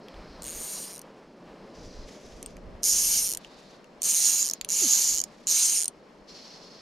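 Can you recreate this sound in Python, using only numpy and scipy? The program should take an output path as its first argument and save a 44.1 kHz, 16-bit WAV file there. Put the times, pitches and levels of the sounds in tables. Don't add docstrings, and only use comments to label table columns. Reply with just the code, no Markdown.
import sys
import numpy as np
from scipy import signal
from scipy.fft import rfft, irfft, next_fast_len
from scipy.io import wavfile
from scipy.ndimage import map_coordinates

SR = 44100
rng = np.random.default_rng(int(sys.argv[2]) if len(sys.argv) > 2 else 0)


def generate_wav(signal):
    frames = np.transpose(np.atleast_2d(signal))
    scaled = np.clip(frames, -1, 1) * 32767
    pcm = np.round(scaled).astype(np.int16)
    wavfile.write(sys.argv[1], SR, pcm)


N = 300585
TIME = np.arange(N) / SR

# of the whole click, pawl, spring and tilt in dB.
TUGS = [ (0.421, 1.0158, 87.3, 125.4, 588.7, -22, -28.5, -22, -22.5, 1, 6, -5, 3, -1, -28.5),
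        (2.8324, 3.3721, 116.9, 359, 408.3, -4.5, -17.5, -10.5, -11, -3.5, -4.5, 0, -10, -1, -6),
        (4.019, 4.5347, 48.32, 290.2, 500.8, -4, -16, -10.5, -11.5, 4.5, 5, -0.5, 2.5, -3, -9),
        (4.6888, 5.2384, 128, 210.4, 632.5, -2.5, -16.5, -16.5, -14.3, 3.5, -4, -1, 3.5, -1.5, -5.5),
        (5.47, 5.8798, 138.6, 407.3, 511.3, -2.5, -15, -9.5, -14.5, 1, -0.5, 0.5, -1.5, 13.5, -6.5)]


def from_db(db):
    return 10 ** (np.asarray(db) / 20)


def rms_one(x):
    return x / np.sqrt(np.mean(x ** 2) + 1e-20)


def read(rows, at):
    s, *columns = np.transpose(rows)
    return [np.interp(at, s, c) for c in columns]


def at_hz(points, hz):
    f, value = np.transpose(points)
    return np.interp(np.log(hz), np.log(f), value)


def panned(pan_db):
    return from_db(np.array([[.5], [-.5]]) * pan_db)


def drift(rate_hz):
    step = 40
    settle = 2000
    r = np.exp(-2 * np.pi * rate_hz * step / SR)
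    white = rng.standard_normal(N // step + settle + 2)
    slow = rms_one(signal.lfilter([1], [1, -2 * r, r * r], white)[settle:])
    return np.interp(np.arange(N) / step, np.arange(len(slow)), slow)


def resonance(x, hz, width_hz):
    r = np.exp(-np.pi * width_hz / SR)
    feed = np.array([1, 0, -1]) * (1 - r * r) / 2
    return signal.lfilter(feed, [1, -2 * r * np.cos(2 * np.pi * hz / SR), r * r], x + 1e-18)


def band(x, low_hz, high_hz, order=2):
    return signal.sosfilt(signal.butter(order, [low_hz, high_hz], "band", fs=SR, output="sos"), x + 1e-18)


def strikes(times, sizes):
    out = np.zeros(N)
    np.add.at(out, np.clip(np.round(np.asarray(times) * SR).astype(int), 0, N - 1), sizes)
    return out


def fading(hits, t60):
    r = from_db(-60 / (t60 * SR))
    return signal.lfilter([np.sqrt(1 - r * r)], [1, -r], hits + 1e-18)


def swell(start, length, attack_s, release_s):
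    rise = np.clip((TIME - start) / attack_s, 0, 1)
    return rise * 10 ** (-np.maximum(TIME - start - length, 0) / release_s)


def noise(colour, grain_db, grain_rate, apart_db):
    # frequency in Hz, level in dB against the shared sound before apart_db is added.
    ports_apart = [(200, -13), (500, -9.5), (1100, -1.5), (10000, -7.5)]
    size = next_fast_len(N)
    hz = np.maximum(np.arange(size // 2 + 1) * SR / size, 1)
    shared = rfft(rng.standard_normal(N), size)
    separate = rfft(rng.standard_normal((2, N)), size)
    white = shared + from_db(at_hz(ports_apart, hz) + apart_db) * separate
    ends = (np.minimum(hz / colour[0][0], 1) * np.minimum(colour[-1][0] / hz, 1)) ** 2
    coloured = irfft(white * from_db(at_hz(colour, hz)) * ends, size)[:, :N]
    return rms_one(coloured * from_db(grain_db * drift(grain_rate)))


def breeze():
    # start in seconds, length in seconds, level in dB.
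    gust_rows = [(.12, .48, -48), (1.47, 0.22, -63), (1.74, 0.3, -46), (2.22, 1.08, -52),
                 (2.62, 0.064, -43), (2.9, 0.13, -43.5), (4.87, 0.087, -55), (5.09, 0.045, -51)]
    calm_db = -69.5
    gusts = [from_db(db) * swell(start, length, attack_s=.04, release_s=.12) for start, length, db in gust_rows]
    return np.hypot(from_db(calm_db), np.linalg.norm(gusts, axis=0))


def outdoors():
    # time in seconds, relative level of murmur in dB, of wash in dB.
    stream = [(0.1, -48, -54.5), (0.75, -50.5, -54), (1.3, -52, -58.5), (1.55, -48, -55),
              (2.25, -49, -59.5), (2.8, -49, -57.5), (3.5, -53.5, -59), (5.2, -53, -58), (5.95, -55, -61.5),
              (6.6, -53, -58)]
    # frequency in Hz, relative level per Hz in dB.
    murmur_colour = [(70, -32), (120, -11), (170, 0), (230, -0.5), (330, -2.5), (460, -2), (620, -3),
                     (760, -17.5), (1200, -33)]
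    wash_colour = [(520, -7), (720, 3), (1000, 1), (1350, -4.5), (1750, -6), (3200, -13), (5000, -24.5),
                   (8000, -28.5), (14000, -41)]
    breeze_colour = [(22, 2), (45, 1.5), (70, -7.5), (110, -12), (200, -25)]
    murmur_db, wash_db = read(stream, TIME)
    murmur = from_db(murmur_db + 0.23) * noise(murmur_colour, grain_db=0.9, grain_rate=18, apart_db=2.5)
    wash = from_db(wash_db + 1.5) * noise(wash_colour, grain_db=1.3, grain_rate=14, apart_db=2.0)
    wind = breeze() * noise(breeze_colour, grain_db=3.5, grain_rate=12, apart_db=5.0)
    return murmur * panned(1.43) + wash * panned(.9) + wind * panned(-1.7)


def line_slide():
    # start in seconds, length in seconds, hiss in the guides in dB,
    # scrape through the fingers in dB, change over the slide in dB, pitch of the hiss as a ratio.
    slides = [(0, .42, -63, -85, 5.5, 0.99), (.43, 0.53, -68, -48.5, -8, 1.0),
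              (1.4, 0.64, -76, -86, 19, 0.96), (1.73, 0.3, -57, -63.5, -1, 1.14),
              (2.05, 0.47, -60, -54.5, -7, 1.2), (3.38, .37, -61, -62.5, 0, 0.88),
              (4.0, 0.56, -56.5, -66, 1, 1.0), (4.701, 0.92, -64.5, -59.5, -5, 0.97),
              (6.27, 0.58, -47.5, -59.5, -7.5, 1.026)]
    # frequency in Hz, relative level per Hz in dB.
    hiss_colour = [(1500, -19), (2300, -14.5), (3750, -8), (4250, 1.5), (4700, -3), (5100, 0.5),
                   (6200, -11), (8500, -30.5)]
    scrape_colour = [(2000, -4), (4200, -5.5), (5500, -3.5), (7400, -9), (8500, -17), (10000, -17),
                     (13000, -27), (15000, -37)]
    slack_hiss_db, slack_scrape_db = -71, -72.5
    hiss = from_db(slack_hiss_db) * noise(hiss_colour, grain_db=0.5, grain_rate=32, apart_db=1.5)
    scrape_gain = from_db(slack_scrape_db)
    for start, length, hiss_db, scrape_db, change_db, pitch in slides:
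        change = from_db(change_db * np.clip((TIME - start) / length, 0, 1))
        gain = swell(start, length, attack_s=0.026, release_s=0.083) * change
        pitched = np.array(hiss_colour) * [pitch, 1]
        hiss = hiss + gain * from_db(hiss_db) * noise(pitched, grain_db=1.4, grain_rate=27, apart_db=3.0)
        scrape_gain = np.hypot(scrape_gain, gain * from_db(scrape_db))
    return hiss + scrape_gain * noise(scrape_colour, grain_db=2.0, grain_rate=32, apart_db=2.0)


def whoop(overtone_db):
    start_s, length_s, level_db = 4.815, 0.0635, -34.5
    from_hz, to_hz = 440, 207
    passed = np.clip((TIME - start_s) / length_s, 0, 1)
    phase = 2 * np.pi * np.cumsum(from_hz * (to_hz / from_hz) ** passed) / SR
    arch = 2 * np.sqrt(passed * (1 - passed))
    return from_db(level_db) * arch * (np.sin(phase) + from_db(overtone_db) * np.sin(2 * phase))


def knocks(t60, width_hz, body_db, treble_db):
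    # start in seconds, peak in dB,
    # centre in Hz, treble in dB before treble_db is added.
    knock_rows = [(0.0845, -33.5, 3300, -32), (0.122, -58, 3400, -35), (0.143, -40, 3400, -30),
                  (2.428, -20.5, 6000, 1.5), (2.4611, -22.5, 8500, -13), (2.568, -36.5, 2360, -30),
                  (3.4471, -30.5, 3050, -22), (3.8436, -39, 2580, -36.5), (4.6123, -15.5, 6640, -19),
                  (4.6472, -17.5, 6160, 0)]
    out = 0
    for s, peak_db, hz, bright_db in knock_rows:
        grit = rng.standard_normal(N) + 0.46 * rng.standard_normal((2, N))
        rattle = fading(strikes([s], [1]), t60) * grit
        knock = resonance(resonance(rattle, hz, width_hz), hz, width_hz)
        knock += from_db(body_db) * band(rattle, 2770, 6700)
        knock += from_db(treble_db + bright_db) * band(rattle, 8350, 10600)
        out = out + from_db(peak_db) * knock / np.abs(knock).max()
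    return out


def spool_speed(t, length, first, jerked, top):
    jerk_s = .04
    drag = 1880
    last = 20
    draw_s = max(length - (top - last) / drag, jerk_s)
    jerk = (jerked - first) * np.minimum(t / jerk_s, 1)
    pulled = first + jerk + (top - jerked) * (t / draw_s) ** 2
    coasting = last + drag * (length - t)
    return np.minimum(pulled, coasting)


def ratchet(jitter_s, uneven_db, skip_speed, skip_db):
    db_per_octave, usual_speed = -0.14, 160
    clicks = []
    for start, stop, first, jerked, top, *_ in TUGS:
        t = np.arange(0, stop - start, 1 / SR)
        speed = spool_speed(t, stop - start, first, jerked, top)
        teeth = np.cumsum(speed) / SR
        at = np.interp(np.linspace(0, teeth[-1], round(teeth[-1]) + 1), teeth, t)
        speed = np.interp(at, t, speed)
        flying = np.clip(10 * (speed / skip_speed - 1), 0, 1)
        alternate = (-1) ** np.arange(len(at)) - .5
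        level_db = skip_db * flying * alternate
        level_db += uneven_db * rng.standard_normal(len(at))
        level_db += db_per_octave * np.log2(speed / usual_speed)
        jittered = start + at + jitter_s * rng.standard_normal(len(at))
        clicks.append([jittered, from_db(level_db)])
    return np.hstack(clicks)


def click_colour(at):
    # pawl, frame, spring, tooth edge, pawl tilt, tooth edge tilt, all in dB.
    mid_tug_db = (0.6, -0.7, 0.5, -0.1, -1.5, 2.5)
    edge_tilt_share = .4
    bend = np.array(mid_tug_db) / 2
    points = []
    for start, stop, _, _, _, *usual, whole, pawl, spring, tilt in TUGS:
        change = np.array([whole + pawl, whole, whole + spring, whole, tilt, edge_tilt_share * tilt])
        points.append((start, *(usual - change / 2 - bend)))
        points.append(((start + stop) / 2, *(usual + bend)))
        points.append((stop, *(usual + change / 2 - bend)))
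    return read(points, at)


def reel_part(modes, at, sizes, tilt_db, chatter, chatter_s, scatter, skirt, wander_db=2.0):
    hits = strikes(at, sizes)
    t = TIME[:SR // 100] / chatter_s
    burst = t * np.exp(-t)
    contact = signal.oaconvolve(hits, burst / np.linalg.norm(burst))[:N]
    contact = contact + from_db(-20) * fading(hits[::-1], t60=0.024)[::-1]
    out = 0
    for k, (hz, width_hz, level_db, pan_db) in enumerate(modes):
        rattle = chatter * rng.standard_normal(N) + scatter * rng.standard_normal((2, N))
        lean_db = tilt_db * np.clip(2 * k / (len(modes) - 1) - 1, -.5, .5) + wander_db * drift(11)
        blow = hits * (-1) ** k + contact * rattle
        out = out + from_db(level_db + lean_db) * panned(pan_db) * resonance(blow, hz, width_hz)
    out = band(out, modes[0][0] / (1 + skirt), modes[-1][0] * (1 + skirt), order=3)
    return rms_one(out) * np.sqrt(np.mean(hits ** 2))


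def reel():
    # frequency in Hz, width in Hz, relative level in dB,
    # left over right in dB.
    pawl_modes = [(4970, 330, -8.5, 0.5), (5730, 680, -4, -4), (6320, 360, 0.5, -3), (6760, 320, 1.5, -6),
                  (7230, 562, -5, 4.5)]
    frame_modes = [(859, 500, -15, 4.5), (1690, 290, -15, -2), (2224, 190, -8.5, -0.5),
                   (2856, 480, -5.5, -1.5), (3480, 100, -5, -3.5), (4055, 250, 1, -4), (4676, 720, 0, -2)]
    spring_modes = [(8766, 430, -0.3, 0), (9090, 500, -0.7, 0.012)]
    edge_modes = [(10370, 530, 2.5, 1), (11550, 500, 4.5, 1.5), (12500, 530, 2.5, -1.5),
                  (13560, 700, -7.5, -9), (14940, 600, -21.5, -15)]
    # frequency in Hz, width in Hz, relative level in dB.
    spool_modes = [(3060, 60, -7), (5000, 30, -9.5), (9000, 44, -12.5)]
    # time in seconds, left over right in dB.
    reel_side = [(1, 0.5), (3, 0.7), (4.1, 0), (5.8, -0.1)]
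    at, size = ratchet(jitter_s=.00005, uneven_db=0.78, skip_speed=470, skip_db=1.5)
    pawl, frame, spring, edge = size * from_db(click_colour(at)[:4])
    pawl_tilt, edge_tilt = click_colour(TIME)[4:]
    out = from_db(-0.65) * reel_part(pawl_modes, at, pawl, pawl_tilt,
                                     chatter=0.68, chatter_s=0.00042, scatter=0.11, skirt=0.1)
    out += reel_part(frame_modes, at, frame, 0,
                     chatter=0.93, chatter_s=0.00088, scatter=0.55, skirt=0.14)
    out += from_db(1.65) * reel_part(spring_modes, at, spring, 0,
                                     chatter=0.53, chatter_s=0.00069, scatter=0.26, skirt=0.28)
    out += from_db(-0.4) * reel_part(edge_modes, at, edge, edge_tilt,
                                     chatter=0.99, chatter_s=0.00081, scatter=0.76, skirt=.07)
    for hz, width_hz, level_db in spool_modes:
        hits = strikes(at, pawl * rng.standard_normal(len(at)))
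        out += from_db(level_db) * resonance(hits, hz, width_hz)
    return out * panned(read(reel_side, TIME)[0])


def reach_ports(x, lag_s):
    size = next_fast_len(N)
    turn = np.exp(-2j * np.pi * np.arange(size // 2 + 1) * SR / size * lag_s)
    return np.array([x[0], irfft(rfft(x[1], size) * turn, size)[:N]])


def bank_echo(x, t60, dull_hz):
    t = TIME[:SR // 4]
    tail = rng.standard_normal((2, len(t))) * from_db(-60 * t / t60)
    tail = tail * (t > .002)
    tail = signal.sosfilt(signal.butter(1, dull_hz, fs=SR, output="sos"), tail)
    return signal.fftconvolve(x, tail / np.sqrt(np.sum(tail ** 2) / 2), axes=1)[:, :N]


def arm_echo(x, delay_s, sway_s, sway_rate):
    heard_at = TIME - np.abs(delay_s + sway_s * drift(sway_rate))
    return np.array([map_coordinates(side, [heard_at * SR], order=3) for side in x])


def scene():
    close = reel() + knocks(t60=0.0029, width_hz=750, body_db=-14.5, treble_db=-8.5)
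    close = reach_ports(close, lag_s=.000007)
    echoes = from_db(-14.5) * bank_echo(close, t60=0.047, dull_hz=7040)
    echoes += from_db(-14) * arm_echo(close, delay_s=.0016, sway_s=.0003, sway_rate=1.2)
    return close + echoes + whoop(overtone_db=-13.5) + line_slide() + outdoors()


def record(dry):
    # time in seconds, level of the side signal in dB.
    width = [(.3, -37), (.39, -19), (1.05, -13), (1.17, -29), (1.45, -13.5), (2.1, -5.5), (2.9, -1)]
    cutoff_hz = 15700
    mid = dry.mean(axis=0)
    narrowed = mid + from_db(read(width, TIME)[0]) * (dry - mid)
    return signal.sosfilt(signal.ellip(10, .1, 80, cutoff_hz, fs=SR, output="sos"), narrowed)


dry = scene()
out = record(dry)
generate_wav(out)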